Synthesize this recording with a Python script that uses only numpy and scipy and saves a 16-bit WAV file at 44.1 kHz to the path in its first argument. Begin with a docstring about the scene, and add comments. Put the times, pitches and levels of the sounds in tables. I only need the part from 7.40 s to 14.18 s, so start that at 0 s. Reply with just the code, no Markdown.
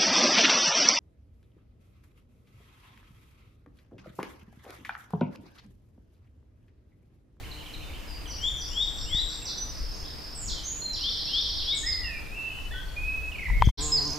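"""A concrete yard: many small birds whistle, chirp and trill, straight and through its echoes.
Birds are near-sine whistles along pitch curves; the echoes are sparse random taps that die away.
Shaped noise makes the background and the light wind rumbling on a hand-held microphone.
A fly hums as wing-beat harmonics; finger knocks ring the housing and bumps push the membrane.
The sound drops out briefly near the end; the background returns a little louder, the fly close by."""
import sys
import numpy as np
from scipy import signal
from scipy.io import wavfile
from scipy.ndimage import uniform_filter1d

SR = 44100
rng = np.random.default_rng(int(sys.argv[2]) if len(sys.argv) > 2 else 0)


def waveform_to_disk(signal):
    """Save audio, clipped to [-1, 1], as 16-bit WAV at the path in sys.argv[1]."""
    frames = np.transpose(np.atleast_2d(signal))
    scaled = np.clip(frames, -1, 1) * 32767
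    samples = np.round(scaled).astype(np.int16)
    wavfile.write(sys.argv[1], SR, samples)


N = 298998

# drop-out: fade_out_start_s, silent_from_s, silent_to_s, fade_in_end_s
DROPOUT_S = (6.293, 6.313, 6.374, 6.394)


def amp(db):
    """Amplitude factor of a level in dB."""
    return 10 ** (np.asarray(db) / 20)


def evened(x):
    """Scale to rms 1."""
    return x / np.sqrt(np.mean(x ** 2) + 1e-20)


def read(points, hz):
    """Interpolate a (hz, value) curve over log frequency."""
    f, value = np.transpose(points)
    return np.interp(np.log(hz + 1), np.log(f + 1), value)


def add(mix, start_s, sound, pan_db):
    """Mix in a mono sound; pan_db is left minus right."""
    part = mix[:, round(start_s * SR):][:, :len(sound)]
    gains = amp([[pan_db / 2], [-pan_db / 2]])
    part += sound[:part.shape[1]] * gains


def wander(count, smooth_s):
    """Smooth random curve of rms 1: white noise averaged twice."""
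    width = max(round(smooth_s * SR), 1)
    once = uniform_filter1d(rng.standard_normal(count), width)
    return evened(uniform_filter1d(once, width))


def noise(spectrum, patchy_db, size):
    """Two partly alike channels of coloured noise with drifting patches, rms 1."""
    # left-right likeness: freq_hz, likeness_0_to_1
    likeness = [(30, 0.69), (600, 0.14), (3000, 0.39), (12000, 0.45)]
    hz = np.fft.rfftfreq(size, 1 / SR)
    frames = 4 * N // size + 5
    a, b, c, d, patches = rng.standard_normal((frames, len(hz), 5)).T
    patches = uniform_filter1d(patches, size=12, axis=0)
    patches = evened(uniform_filter1d(patches, size=10, axis=1))
    same = np.clip(read(likeness, hz), -1, 1)[:, None]
    left = a + 1j * b
    right = same * left + np.sqrt(1 - same ** 2) * (c + 1j * d)
    colour = amp(read(spectrum, hz)[:, None] + patchy_db * patches)
    z = np.array([left, right]) * colour
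    return evened(signal.istft(z, nperseg=size, noverlap=3 * size // 4)[1][:, :N])


def air():
    """Distant town and leaves: steady shaped noise, a step louder after the drop-out."""
    # spectrum shape: freq_hz, relative_density_db (per Hz)
    air_shape = [(60, -9), (100, -2.5), (300, -6.5), (4600, -18.5), (8700, -27), (14100, -27), (15700, -34)]
    after = np.arange(N) / SR > DROPOUT_S[1]
    level_db = -46.5 + 2.9 * after
    return amp(level_db) * noise(air_shape, 1.2, size=1024)


def wind():
    """Wind on the microphone: lumpy low noise under a gust level curve."""
    # gust levels: time_s, level_db
    gust_levels = [(0, -41.5), (1.72, -36), (1.93, -37), (2.95, -40.5), (3.06, -33), (3.21, -39.5),
                   (4.9, -40.5), (5.36, -39.5), (5.631, -34), (6.04, -37), (6.1, -25.5), (6.3, -18),
                   (6.38, -33), (6.78, -42)]
    # spectrum shape: freq_hz, relative_density_db (per Hz)
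    gust_shape = [(15, -8), (35, 0), (72, -8), (190, -30.5), (400, -67)]
    s, db = np.transpose(gust_levels)
    level_db = np.interp(np.arange(N) / SR, s, db) + [[1.5], [-1.5]]
    return noise(gust_shape, 2.8, size=4096) * amp(level_db)


def handling():
    """Taps ring the housing modes; bumps push the membrane in and let it swing back."""
    # taps: start_s, peak_level_db
    taps = [(6.084, -37), (6.1, -30), (6.222, -4.5), (6.288, -28.5)]
    # housing modes: freq_hz, relative_level_db, t60_s
    modes = [(970, 3, 0.012), (2020, 7, 0.0026), (3320, -11, 0.0049), (4700, -7, 0.0024)]
    # bumps: start_s, push_time_s, level_db
    bumps = [(1.729, 0.0086, -27), (1.747, 0.0022, -22.5), (2.627, 0.0046, -30), (6.273, 0.0024, -7)]
    out, t = np.zeros((2, N)), np.arange(3000) / SR
    ring = sum(amp(db - 60 * t / t60_s) * np.sin(2 * np.pi * hz * t) for hz, db, t60_s in modes)
    ring *= 1 - np.exp(-t / 0.0016)  # soft onset
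    ring /= abs(ring).max()
    for start_s, db in taps:
        add(out, start_s, amp(db) * ring, pan_db=5.5)
    for start_s, push_s, db in bumps:
        u = t / push_s
        inward = u ** 2 * np.exp(2 - 2 * u)
        swing_back = 0.42 * (u / 2.9) ** 3 * np.exp(3 - 3 * u / 2.68)
        add(out, start_s, -amp(db) * (inward - swing_back), pan_db=5)
    return out


def fly():
    """One sharp pressure dip a wing beat; far off, the beat wavers and the second harmonic carries best."""
    # wing beat: time_s, beat_hz
    beat = [(0, 152), (3.6, 151.5), (6.3, 144.6), (6.39, 139.3), (6.435, 150.9), (6.59, 147.8),
            (6.63, 139.3), (6.676, 150.4), (6.72, 128.3), (6.748, 148), (6.78, 152)]
    # harmonics 1, 2, ..: relative_level_db
    wing_db = [-5.5, -7, -7, -25, -14, -14.5, -9.5, -18, -30, -32, -22]
    far_db, fade_db_per_s, near_db = -58, 0.8, -40.5
    t = np.arange(N) / SR
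    far = t < DROPOUT_S[1]
    beat_hz = np.interp(t, *np.transpose(beat)) * (1 + 0.016 * far * wander(N, 0.03206))
    turns = np.cumsum(beat_hz) / SR
    wings = np.zeros(N)
    for k, db in enumerate(wing_db):
        colour_db = db + 6 * far * (k == 1) + 2.2 * wander(N, 0.025)
        wings -= amp(colour_db) * np.cos(2 * np.pi * (k + 1) * turns)
    level_db = np.where(far, far_db - fade_db_per_s * t, near_db)
    return np.sqrt(2) * amp(level_db) * wings * amp([[-2.5], [1.5]])


def yard(x):
    """Sparse echoes of random sign, building up quickly and dying band by band."""
    # echo decay: freq_hz, t60_s
    decay = [(4000, 0.75), (8000, 0.49)]
    build_s = 0.02
    taps = np.zeros((3, SR))
    at = np.arange(100, SR - 20, 20) + rng.integers(0, 20, (3, (SR - 101) // 20))
    np.put_along_axis(taps, at, rng.choice([-1., 1.], at.shape), 1)
    taps = taps[:2] + 1.44 * taps[2]  # the ports are close and share most echoes
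    hz, t, z = signal.stft(taps, SR, nperseg=256)
    build = np.minimum(t / build_s, 1)
    fall = amp(-60 * t / read(decay, hz)[:, None])
    tail = signal.istft(z * build * fall, SR, nperseg=256)[1]
    return signal.fftconvolve(x, tail / np.linalg.norm(tail[0]), axes=1)[:, :N]


def bend(length_s, first_hz, middle_hz, last_hz):
    """Pitch along a parabola through three points."""
    u = np.linspace(0, 1, round(length_s * SR))
    first = first_hz * (1 - u) * (1 - 2 * u)
    middle = 4 * middle_hz * u * (1 - u)
    return first + middle + last_hz * u * (2 * u - 1)


def whistle(hz, db, soft):
    """A near sine with soft ends, unsteady pitch and level; a falling note weakens as it sinks."""
    sag_db_per_octave = 4.5
    n = len(hz)
    sag_db = sag_db_per_octave * np.minimum(np.log2(hz / hz[0]), 0)
    db = db + sag_db + 1.2 * wander(n + 999, 0.006)[:n]
    hz = hz * (1 + 0.0034 * wander(n + 999, 0.0034)[:n])
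    tone = np.sin(2 * np.pi * np.cumsum(hz) / SR)
    return np.sqrt(2) * amp(db) * signal.windows.tukey(n, soft) * tone


def note(length_s, first_hz, middle_hz, last_hz, db, swell_db=0):
    """One slurred whistle, maybe rising swell_db to full level over its first half."""
    hz = bend(length_s, first_hz, middle_hz, last_hz)
    u = np.linspace(0, 1, len(hz))
    swell = np.minimum(u / 0.5, 1) ** 3 - 1
    return whistle(hz, db + swell_db * swell, soft=0.25)


def thin_whistle():
    """A high sine with shaky pitch and 70 Hz level pulses."""
    # line: time_s, pitch_hz, level_db
    line = [(1.281, 7190, -52), (1.499, 7530, -49.5), (2.0, 7580, -45), (2.24, 7530, -67)]
    out, (s, hz, db) = np.zeros((2, N)), np.transpose(line)
    t = np.arange(s[0], s[-1], 1 / SR)
    pitch_hz = np.interp(t, s, hz) + 70 * wander(len(t), 0.0014)
    pulses = (1 + 0.5 * np.sin(2 * np.pi * 70 * t)) * amp(np.interp(t, s, db))
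    add(out, s[0], pulses * np.sin(2 * np.pi * np.cumsum(pitch_hz) / SR), pan_db=-4)
    return out


def chip(start_s, hz, db, perch):
    """A short falling note as a score row."""
    return start_s, 0.0187, hz, 0.885 * hz, 0.852 * hz, db, perch


def twitter(count=30):
    """Score rows for the chips of a small flock that soon falls silent."""
    when, pitch, size = rng.random((count, 3)).T
    start_s = (np.arange(count) + when) * 0.036
    pitch_hz = 2350 * 1.65 ** pitch
    level_db = -58 + 7 * size
    return [chip(s, hz, db, "right") for s, hz, db in zip(start_s, pitch_hz, level_db)]


def trills():
    """Spells trills out as single notes, each a little off in time, pitch and level."""
    # trills: start_s, spacing_s, repeats, perch
    runs = [(.033, .124, 5, "right"), (6.628, .0257, 6, "right"), (2.262, .0275, 25, "wall"),
            (3.530, .080, 10, "roof")]
    # the note each trill repeats: length_s, first_hz, middle_hz, last_hz, level_db
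    run_notes = [(0.041, 2100, 3100, 2500, -51.5), (0.0048, 6700, 5800, 4500, -36),
                 (0.0146, 4240, 5220, 5140, -46.5), (.043, 5840, 4410, 2900, -32)]
    rows = []
    for (start_s, spacing_s, repeats, perch), shape in zip(runs, run_notes):
        rows += [(start_s + k * spacing_s, *shape, perch) for k in range(repeats)]
    # time in s, share of the pitch, level in dB
    off = rng.standard_normal((len(rows), 3)) * [0.0015, 0.02, 1.2]
    return [(s + ds, n, a, b * (1 + share / 2), c * (1 + share), db + step_db, perch)
            for (s, n, a, b, c, db, perch), (ds, share, step_db) in zip(rows, off)]


def dropping(hold_s, kind, db):
    """A held pitch, at first a little sharp, that runs into a drop in one breath."""
    # by kind: hold_hz, hold_gain_db, drop_s, middle_hz, last_hz, perch
    shapes = {"long": (5900, -8.5, 0.018, 4850, 4100, "wall"),
              "short": (5700, -9.5, .013, 4780, 4030, "wall"),
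              "pipe": (5060, 3.4, 0.031, 4550, 3840, "open"),
              "low": (2665, 0.67, 0.061, 2580, 2500, "right")}
    overshoot_share, overshoot_s = 0.031, 0.0097
    hold_hz, hold_gain_db, drop_s, middle_hz, last_hz, perch = shapes[kind]
    t = np.arange(0, hold_s + drop_s, 1 / SR)
    held_hz = hold_hz * (1 + overshoot_share * np.exp(-t[t < hold_s] / overshoot_s))
    pitch_hz = np.r_[held_hz, bend(drop_s, hold_hz, middle_hz, last_hz)]
    turn_s = [hold_s - 0.003, hold_s + 0.0027]
    level_db = db + np.interp(np.arange(len(pitch_hz)) / SR, turn_s, [hold_gain_db, 0])
    return whistle(pitch_hz, level_db, soft=0.27), perch


def score():
    """Rows of start_s, length_s, first_hz, middle_hz, last_hz, level_db before perch gain, perch."""
    # close bird, climbing quickly then slower: start_s, length_s, first_hz, top_hz, level_db
    rising = [(0.984, .115, 2770, 3667, -28), (1.3, 0.15, 2716, 3834, -27), (1.649, 0.17, 2645, 4054, -28),
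              (3.584, 0.12, 2540, 3720, -31), (3.864, 0.15, 2514, 3773, -28),
              (4.208, 0.15, 2583, 4000, -29)]
    # sharp downstrokes from behind the wall: start_s, length_s, kind, level_db
    strokes = [(2.944, 0.14, "high", -42), (3.074, 0.035, "wide", -34.5), (4.345, 0.051, "high", -36.5),
               (6.332, .04, "wide", -32), (6.406, 0.033, "high", -32)]
    # by kind: first_hz, middle_hz, last_hz
    stroke_hz = {"wide": (6080, 4344, 3100), "high": (8400, 7200, 6500)}
    # level whistles: start_s, length_s, pitch_hz, level_db, perch
    held = [(0.423, 0.033, 3594, -55, "wall"), (.962, 0.013, 5640, -43, "hedge"),
            (2.02, 0.012, 2660, -49.5, "right"), (2.173, 0.079, 5946, -36, "right"),
            (3.272, 0.13, 6950, -40.5, "wall"), (4.322, 0.055, 2218, -44.5, "right"),
            (4.523, 0.039, 5020, -31, "right"), (4.94, 0.11, 2774, -51, "hedge"),
            (5.045, 0.22, 2980, -53, "hedge"), (5.453, 0.033, 4440, -57.5, "hedge"),
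            (5.67, 0.11, 2552, -30.5, "open"), (5.813, 0.083, 2573, -40, "open"),
            (6.088, 0.019, 2015, -35.5, "open"), (6.115, 0.094, 2175, -42, "right"),
            (6.442, 0.033, 7460, -36.5, "wall")]
    # slurred whistles: start_s, length_s, first_hz, middle_hz, last_hz, level_db, perch
    slurs = [(0.667, 0.075, 5060, 4900, 4500, -49, "wall"), (1.012, 0.12, 7490, 7010, 7200, -49.5, "wall"),
             (1.253, 0.056, 5210, 5450, 5600, -46.5, "hedge"),
             (1.605, 0.057, 4900, 5400, 5700, -42.5, "right"),
             (1.689, 0.068, 2230, 2020, 1860, -54, "hedge"), (2.05, 0.051, 6370, 4410, 3390, -34.5, "wall"),
             (2.512, 0.069, 6030, 6350, 6500, -58, "hedge"),
             (2.636, 0.038, 3100, 3650, 4040, -54.5, "hedge"),
             (3.156, 0.047, 3190, 3150, 2970, -46.5, "right"),
             (3.232, 0.062, 5910, 6600, 6980, -37.5, "wall"), (3.409, 0.14, 4234, 4134, 4075, -36, "open"),
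             (4.428, 0.075, 1764, 1962, 2180, -40, "right"),
             (4.494, 0.23, 2140, 1980, 1723, -43.5, "right"),
             (4.628, 0.17, 2896, 2543, 2314, -39.5, "right"),
             (4.913, 0.049, 2410, 2570, 2640, -43, "right"), (5.306, 0.079, 3574, 3330, 3220, -49, "hedge"),
             (5.307, 0.041, 1620, 1910, 1890, -45, "right"), (5.333, 0.082, 1495, 1510, 1595, -44, "open"),
             (5.557, 0.13, 2422, 2500, 2566, -37, "open"), (6.204, 0.047, 3104, 3230, 3580, -46, "hedge"),
             (6.249, 0.024, 3860, 6480, 3900, -46.5, "open")]
    # falling chips: start_s, first_hz, level_db
    chips = [(.112, 4550, -44), (.205, 3290, -50), (0.259, 3500, -46), (0.336, 4390, -42.5),
             (.5, 2740, -50), (.856, 3440, -43), (5.916, 3170, -41), (5.945, 2740, -37.5),
             (5.983, 2540, -34.5), (6.02, 2370, -36), (6.055, 2295, -30)]
    climb_halfway = 0.53  # share of the climb done at half length
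    rows = [(s, n, low, low + climb_halfway * (top - low), top, db, "close")
            for s, n, low, top, db in rising]
    rows += [(s, n, *stroke_hz[kind], db, "wall") for s, n, kind, db in strokes]
    rows += [(s, n, hz, hz, hz, db, perch) for s, n, hz, db, perch in held]
    rows += slurs
    rows += [chip(*row, "right") for row in chips]
    return rows + trills() + twitter()


def birds():
    """Sings the notes from their perches, straight and through the yard."""
    # by perch: left_minus_right_db, direct_db, echo_db; the farther, the more arrives as echo
    perches = {"close": (4.7, 0, -3), "right": (-2.5, 0, -1.8), "wall": (-1.8, -3, 4.1),
               "hedge": (7.9, -0.44, 4.9), "roof": (-1.4, -2, 1.96), "open": (-2.7, 0, -2.5)}
    # calls that hold a pitch, then drop: start_s, hold_s, kind, level_db
    drops = [(0.872, 0.034, "long", -37), (1.171, 0.039, "long", -36.5), (1.405, 0.013, "short", -39.5),
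             (1.567, 0.014, "short", -38.5), (1.727, 0.016, "short", -38), (1.887, 0.01, "short", -37),
             (4.458, 0.055, "pipe", -32.5), (4.953, 0.13, "low", -40.5), (6.516, 0.048, "pipe", -25.5)]
    sung = {name: np.zeros((2, N)) for name in perches}
    for start_s, *shape, perch in score():
        swell_db = 22 * (perch == "close")  # the climbing whistles start faint
        add(sung[perch], start_s, note(*shape, swell_db), perches[perch][0])
    for start_s, *call in drops:
        sound, perch = dropping(*call)
        add(sung[perch], start_s, sound, perches[perch][0])
    sung["right"] += thin_whistle()
    direct = sum(amp(perches[name][1]) * x for name, x in sung.items())
    echo = sum(amp(perches[name][2]) * x for name, x in sung.items())
    return direct + yard(echo)


def scene():
    """Sum of all layers."""
    return air() + wind() + handling() + fly() + birds()


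def record(dry):
    """The drop-out, then a low-pass band limit."""
    edge_hz = 15650
    out = dry * np.interp(np.arange(N) / SR, DROPOUT_S, [1, 0, 0, 1])
    low_pass = signal.firwin(511, edge_hz, window=("kaiser", 9), fs=SR)
    return signal.oaconvolve(out, low_pass[None], "same")


dry = scene()
out = record(dry)
waveform_to_disk(out)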